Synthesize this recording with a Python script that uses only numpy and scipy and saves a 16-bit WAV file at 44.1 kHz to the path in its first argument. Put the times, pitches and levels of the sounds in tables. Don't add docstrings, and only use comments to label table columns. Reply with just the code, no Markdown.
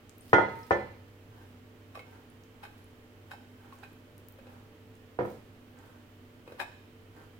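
import sys
import numpy as np
from scipy import signal
from scipy.fft import rfft, irfft, next_fast_len
from scipy.io import wavfile
from scipy.ndimage import uniform_filter1d

SR = 44100
rng = np.random.default_rng(int(sys.argv[2]) if len(sys.argv) > 2 else 0)


def file_out(sig):
    cols = np.atleast_2d(sig).T
    lim = np.clip(cols, -1, 1)
    pcm = np.round(lim * 32767).astype(np.int16)
    wavfile.write(sys.argv[1], SR, pcm)


N = 326117
TIME = np.arange(N) / SR
BRIEF = TIME[:SR]
SIDES = np.array([[1], [-1]])


# pitch_hz, t60_s, level_db (relative)
THUD_MODES = [(111.4, 0.15, -19.5), (235, 0.026, -12.5), (351, 0.04, -3.5), (487, 0.024, 3),
              (747, 0.016, 7), (991, 0.026, 1.5), (1304, 0.011, 9), (1833, 0.033, 2)]
# freq_hz, level_db
CRACK_COLOUR = [(100, 1), (900, -8.5), (2200, -4), (3200, -12), (5000, -13.5), (8000, -15), (15000, -27)]
FOOT_HZ = 92
THUD_RISE_S, RING_RISE_S = .0009, .003


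def knocks(crack_t60_s=0.084, lag_s=0.00023):
    thuds, rings = np.zeros((2, N)), np.zeros((2, N))
    hz, t60_s, mode_db = np.transpose(THUD_MODES)
    turn = np.pi * np.arange(len(THUD_MODES))[:, None]
    half_lag = np.pi * hz[:, None] * lag_s
    thud = np.array([ring(hz, t60_s, mode_db, turn + side * half_lag) for side in (1, -1)])
    thud_rise = 1 - np.exp(-BRIEF / THUD_RISE_S)
    ring_rise = 1 - np.exp(-BRIEF / RING_RISE_S)
    radiate = signal.butter(2, FOOT_HZ, "high", fs=SR, output="sos")
    for s, level_db, contact_hz, crack_db, pan_db in bounces():
        crack = unit(colour(diffuse(SR), CRACK_COLOUR)) * undb(crack_db - 60 * BRIEF / crack_t60_s)
        soften = signal.butter(2, contact_hz, fs=SR, output="sos")
        blow = signal.sosfilt(np.vstack([soften, radiate]), (thud + crack) * thud_rise)
        add(thuds, s, pan(undb(level_db) * blow, pan_db))
    for (s, _, _, ring_db, *_), spot in zip(KNOCKS, KNOCK_SPOTS):
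        add(rings, s, undb(ring_db) * clay(spot) * ring_rise)
    ring_echo = kitchen(rings, early_db=-19, late_db=-17)
    thud_echo = kitchen(thuds, early_db=-1.5, late_db=-2.5)
    return thuds + rings + ring_echo + thud_echo


# start_s, thud_db, contact_cutoff_hz, ring_db, crack_db (relative),
# pan_db, first_gap_s, step_db (per bounce)
KNOCKS = [(0.33, -13, 2400, 1, -7, 3, .0048, -7), (.383, -18.5, 2200, -13.5, -23.5, 6, .008, -5.5),
          (0.7075, -19, 2100, -.5, -7.5, 3.5, .004, -2.5), (5.1881, -25, 937, 1, -0.5, -5, .02, -6.5),
          (5.251, -32.5, 1150, -32, -5, 0, .024, -14)]
KNOCK_SPOTS = [0, 0, 1, 2, 2]
BOUNCE_SHRINK = 0.89


def bounces(count=3):
    for s, level_db, contact_hz, _, crack_db, pan_db, gap_s, step_db in KNOCKS:
        for k in range(count):
            yield s, level_db + k * step_db, contact_hz, crack_db, pan_db
            s = s + gap_s * BOUNCE_SHRINK ** k


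# pitch_hz, t60_s, twin_db (relative), spot0_db, spot1_db, spot2_db
DISH_MODES = [(124, 0.31, -6.5, -36.5, -39, -31), (208.3, 0.33, -4.5, -25, -30.5, -33.5),
              (297.5, 0.29, -11.5, -22.5, -47, -34.5), (349, 0.28, -8, -21, -20.5, -25.5),
              (430, 0.22, -9, -30.5, -23, -40), (496, 0.28, -16, -27, -41, -24),
              (548.4, 0.38, -21.5, -27.5, -26, -36), (580, 0.29, -22, -34, -28, -44),
              (655, 0.3, -10, -33, -34, -50), (708, 0.17, -10.5, -40, -29.5, -30.5),
              (768, 0.17, -25, -38, -31, -54), (876, 0.51, -33.5, -27.5, -36.5, -51),
              (915, 0.65, -1, -24.5, -49, -65), (1015, 0.27, -10.5, -28, -49, -54),
              (1273, 0.94, -10, -40, -56, -59.5), (1426, 0.28, -13, -14, -31, -46),
              (1600, 0.49, -9.5, -38, -47.5, -58), (1600, 0.31, -13, -46, -59, -54),
              (1774, 0.33, 3, -35, -31, -61), (2037, 0.42, 3, -30.5, -39.5, -72),
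              (2195, 0.62, 0, -43.5, -52, -63), (3190, 0.32, -16, -41, -56, -66),
              (3440, 0.49, -3.5, -48.5, -59, -76), (4160, 0.87, -5.5, -59, -63, -83),
              (5100, 0.27, -10, -66.5, -70.5, -83), (6180, 0.22, 0.5, -58, -58, -84)]


def clay(spot, split=0.00645, lean_db=-5.5):
    hz, t60_s, twin_db, *spot_db = np.transpose(DISH_MODES)
    apart = np.minimum(hz / 1400, 1)
    lag = (0.79 * apart * rng.choice([-1, 1], len(hz)))[:, None]
    start = rng.uniform(0, 2 * np.pi, (len(hz), 1))
    ears = []
    for side in (1, -1):
        level_db = spot_db[spot] + side * apart * lean_db / 2
        phase = start + side * lag
        twin = ring(hz * (1 - split), t60_s, level_db + twin_db, phase)
        ears.append(ring(hz, t60_s, level_db, phase) - twin)
    return np.array(ears)


# pitch_hz, t60_s, level_db (relative)
RIM_MODES = [(809, 0.034, -7), (843, 0.09, -19), (1546, 0.043, -11), (1626, 0.4, -31), (2140, 0.15, -23),
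             (2490, 0.091, -13), (2610, 0.25, -23), (3070, 0.053, -19.5), (3700, 0.13, -27),
             (3940, 0.047, -17), (5290, 0.043, -22), (7000, 0.15, -32), (8200, 0.076, -29)]
# freq_hz, level_db
SNAP_COLOUR = [(200, 3), (1000, 13.5), (2800, 0.5), (4500, -4), (6000, -16), (12000, -10), (15500, -17)]
SING_DB, SING_T60_S = -12, 0.16


def taps(clack_t60_s=0.017, snap_db=-9, snap_t60_s=0.08, graze_db=-17, graze_s=0.01):
    out = np.zeros((2, N))
    hz, t60_s, mode_db = np.transpose(RIM_MODES)
    for s, tap_db, main_hz, rim_db, pan_db in touches():
        tap_hz = hz * (1 + .01 * rng.standard_normal(len(hz)))
        tap_mode_db = mode_db + 1.2 * rng.standard_normal(len(hz))
        phases = rng.uniform(0, 2 * np.pi, (2, len(hz), 1))
        rim = np.array([ring(tap_hz, t60_s, tap_mode_db, phase) for phase in phases])
        grit = unit(colour(rng.standard_normal((2, SR)), SNAP_COLOUR))
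        snap = grit * undb(snap_db - 60 * BRIEF / snap_t60_s)
        clack = ring(main_hz, clack_t60_s, 0) + ring(main_hz, SING_T60_S, SING_DB)
        add(out, s, pan(undb(tap_db) * (clack + undb(rim_db) * (rim + snap)), pan_db))
        graze = grit * undb(tap_db + rim_db + graze_db) * np.exp((BRIEF - 1) / graze_s)
        add(out, s - 1, graze)
    out = signal.sosfilt(signal.butter(2, 300, "high", fs=SR, output="sos"), out)
    return out + kitchen(out, early_db=-2.5, late_db=-7.0)


# start_s, level_db, pitch_hz, rim_db (relative),
# pan_db, rebound_gap_s, rebound_db (relative), rebound_pitch_hz
CLACKS = [(1.954, -40.5, 1150, 3.5, -3, .039, -1, 2170), (2.636, -42.5, 840, 6, -1, 0.016, -2.5, 1550),
          (3.3153, -36.5, 1552, 0, -2, 0.02, -5.5, 837), (3.834, -42, 1554, 0, -4, .005, -4.5, 2530),
          (6.5996, -30, 1680, 2.5, 12, .0142, -2, 863)]
# start_s, level_db, pitch_hz
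BUMPS = [(1.974, -37, 490), (3.725, -43, 1100), (4.388, -43.5, 535), (4.469, -43, 517), (6.477, -37.5, 490),
         (6.5212, -37.5, 494)]
BRUSH_S, BRUSH_DB, BRUSH_RIM_DB, BRUSH_HZ = .005, -12.5, 6, 853
REBOUND_RIM_DB, REBOUND_PAN = -1.5, .6
BUMP_RIM_DB, BUMP_PAN_DB = -6.5, 0.5


def touches():
    for s, level_db, hz, rim_db, pan_db, gap_s, rebound_db, rebound_hz in CLACKS:
        yield s - BRUSH_S, level_db + BRUSH_DB, BRUSH_HZ, rim_db + BRUSH_RIM_DB, 0
        yield s, level_db, hz, rim_db, pan_db
        yield s + gap_s, level_db + rebound_db, rebound_hz, rim_db + REBOUND_RIM_DB, pan_db * REBOUND_PAN
    for s, level_db, hz in BUMPS:
        yield s, level_db, hz, BUMP_RIM_DB, BUMP_PAN_DB


# peak_s, rub_db, flop_db (both before STRAND_DB), swell_s
STROKES = [(.235, -62, -76.5, .06), (.58, -63.5, -66.5, 0.099), (1.38, -68.5, -59, 0.064),
           (2.1, -69, -56, 0.046), (2.7, -72, -64, .09), (3.28, -70, -70, .06), (3.7, -70, -60, 0.12),
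           (4.5, -73, -56.5, 0.049), (5.26, -60, -66, 0.035), (5.82, -72, -58.5, 0.083),
           (6.5, -67, -54, 0.025), (7.19, -70, -52.5, 0.027)]
# freq_hz, level_db
RUB_COLOUR = [(500, -11), (2000, 2), (4000, 2), (7000, -2.5), (10000, -0.5), (15000, 2)]
FLOP_COLOUR = [(150, -4), (480, 0.5), (620, -4), (830, 5.5), (1150, -3.5), (1550, 0), (2200, -14.5),
               (5000, -24.5), (15000, -29.5)]
RUB_LAG_S = .025
STRAND_DB = -5.5


def vermicelli(rub_pan_db=2):
    rub_effort, flop_effort = np.zeros(N), np.zeros(N)
    for s, rub_db, flop_db, swell_s in STROKES:
        rub_effort += undb(rub_db) * swell(s + RUB_LAG_S, swell_s)
        flop_effort += undb(flop_db) * swell(s, swell_s)
    rubbing = strands(rub_effort, RUB_COLOUR, per_s=3800, spread_db=5.5)
    falling = strands(flop_effort, FLOP_COLOUR, per_s=820, spread_db=2.5)
    out = pan(rubbing, rub_pan_db) + falling
    return undb(STRAND_DB) * out + kitchen(out, early_db=-5, late_db=-2.5)


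def strands(effort, points, per_s, spread_db):
    sizes = undb(spread_db * np.minimum(rng.exponential(size=N), 5))
    sizes = sizes * (rng.random(N) < per_s / SR)
    shared, separate = rng.standard_normal(N), rng.standard_normal((2, N))
    return effort * unit(colour(sizes * (shared + 2.5 * separate), points))


RELEASE = 1.46


def swell(s, swell_s):
    width_s = np.where(TIME < s, swell_s, RELEASE * swell_s)
    return np.exp(-.5 * ((TIME - s) / width_s) ** 2)


# start_s, level_db, pitch_hz, t60_s, pan_db
TICKS = [(.0952, -43, 7500, 0.00088, 15), (0.1825, -48, 12600, .003, 14), (.209, -59.5, 9050, 0.028, 19),
         (0.2956, -51.5, 4800, 0.0037, 3), (.632, -58, 5196, .035, 14), (4.1806, -46.5, 11600, 0.00073, 18),
         (4.2858, -41, 14300, .0017, 17), (4.324, -50, 14500, .003, 11)]


def ticks(beside_db=-9):
    out = np.zeros((2, N))
    for s, level_db, hz, t60_s, pan_db in TICKS + faint_ticks():
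        beside_hz = hz * (1 + .1 * rng.standard_normal(3))
        tick = ring(hz, t60_s, level_db) + ring(beside_hz, t60_s, level_db + beside_db)
        add(out, s, pan(tick, pan_db))
    return out + kitchen(out, early_db=-6, late_db=-7)


FAINT_PER_S, FAINT_DB, FAINT_T60_S, FAINT_PAN_DB = 1.3, -55.5, 0.0032, 7
FAINT_LOW_HZ, FAINT_HIGH_HZ = 6000, 13600


def faint_ticks():
    snaps = []
    for when, high in rng.random((int(FAINT_PER_S * N / SR), 2)):
        hz = FAINT_LOW_HZ + high * (FAINT_HIGH_HZ - FAINT_LOW_HZ)
        snaps.append((when * N / SR, FAINT_DB, hz, FAINT_T60_S, FAINT_PAN_DB))
    return snaps


# pitch_hz, level_db (rms)
HUM_LINES = [(99.8, -59), (245.5, -63), (295, -78.5), (343, -88), (443, -68), (491.5, -75), (590, -74),
             (795, -86), (1835, -88), (3095, -83)]
# freq_hz, level_db
AIR_COLOUR = [(20, -9), (32, -6), (55, -10), (100, -1), (175, -10), (270, -4), (400, -9), (700, -16),
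              (1100, -18), (3000, -22), (3800, -28), (5500, -33.5), (10000, -37.5), (14000, -33.5)]


def appliance(air_db=-56.5, waver_db=2.0, drift_rad=0.85, hum_pan_db=-1):
    hum = np.zeros(N)
    for hz, level_db in HUM_LINES:
        amplitude = np.sqrt(2) * undb(level_db + waver_db * waver(5.4))
        hum += amplitude * np.sin(2 * np.pi * (hz * TIME + rng.random()) + drift_rad * waver(9))
    air = unit(colour(diffuse(next_fast_len(N)), AIR_COLOUR))[:, :N]
    return pan(hum, hum_pan_db) + undb(air_db) * air


def waver(rate_hz):
    hold = int(SR / rate_hz)
    steps = np.repeat(rng.standard_normal(N // hold + 1), hold)
    return unit(uniform_filter1d(steps, hold)[:N])


# freq_hz, t60_s
KITCHEN_DECAY = [(100, 0.83), (400, 0.55), (1000, 0.37), (2500, 0.68), (6000, 0.95), (15000, 0.23)]


def kitchen(x, early_db, late_db, early_t60_s=0.15):
    spectrum, hz = rfft(diffuse(SR)), bins(BRIEF)
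    centres_hz = np.geomspace(100, 16000, 9)
    tail = 0
    for centre_hz, share in zip(centres_hz, np.eye(len(centres_hz))):
        band = irfft(spectrum * along(np.c_[centres_hz, share], hz), SR)
        tail = tail + band * undb(-60 * BRIEF / along(KITCHEN_DECAY, centre_hz))
    tail = tail * np.minimum(BRIEF / 0.0072, 1)
    early = diffuse(SR) * undb(-60 * BRIEF / early_t60_s) * (BRIEF > .0015)
    response = undb(early_db) * unit(early) + undb(late_db) * unit(tail)
    return signal.fftconvolve(x.mean(axis=0)[None], response / np.sqrt(SR), axes=1)[:, :N]


# freq_hz, pan_db
DIFFUSE_LEAN = [(100, -1), (200, -6), (400, 0), (800, -2.5), (1400, -4), (2400, -3), (4400, -5),
                (8000, -4.5), (14000, 3)]


def diffuse(size, alike_hz=720):
    noise = rng.standard_normal((2, size))
    hz = bins(noise)
    alike = .98 * np.exp(-(hz / alike_hz) ** 2)
    mid, side = rfft(noise)
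    both = mid * np.sqrt(1 + alike) + SIDES * side * np.sqrt(1 - alike)
    return irfft(pan(both, along(DIFFUSE_LEAN, hz)), size)


def ring(hz, t60_s, level_db, phase=0):
    hz, t60_s, level_db = (np.reshape(v, (-1, 1)) for v in (hz, t60_s, level_db))
    decay = undb(level_db - 60 * BRIEF / t60_s)
    return np.sum(decay * np.sin(2 * np.pi * hz * BRIEF + phase), axis=0)


def undb(db):
    return 10 ** (np.asarray(db) / 20)


def unit(x):
    return x / np.sqrt(np.mean(x ** 2))


def along(points, hz):
    f, value = np.transpose(points)
    return np.interp(np.log(hz + 1), np.log(f), value)


def bins(x):
    return np.fft.rfftfreq(x.shape[-1], 1 / SR)


def colour(x, points):
    return irfft(rfft(x) * undb(along(points, bins(x))), x.shape[-1])


def pan(x, pan_db):
    return x * undb(SIDES * pan_db / 2)


def add(track, s, sound):
    i = int(s * SR)
    track[..., i:i + sound.shape[-1]] += sound[..., :N - i]


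def scene():
    return knocks() + taps() + vermicelli() + ticks() + appliance()


TOP_HZ = 15900


def record(dry):
    return signal.sosfilt(signal.ellip(10, .2, 70, TOP_HZ, fs=SR, output="sos"), dry)


dry = scene()
out = record(dry)
file_out(out)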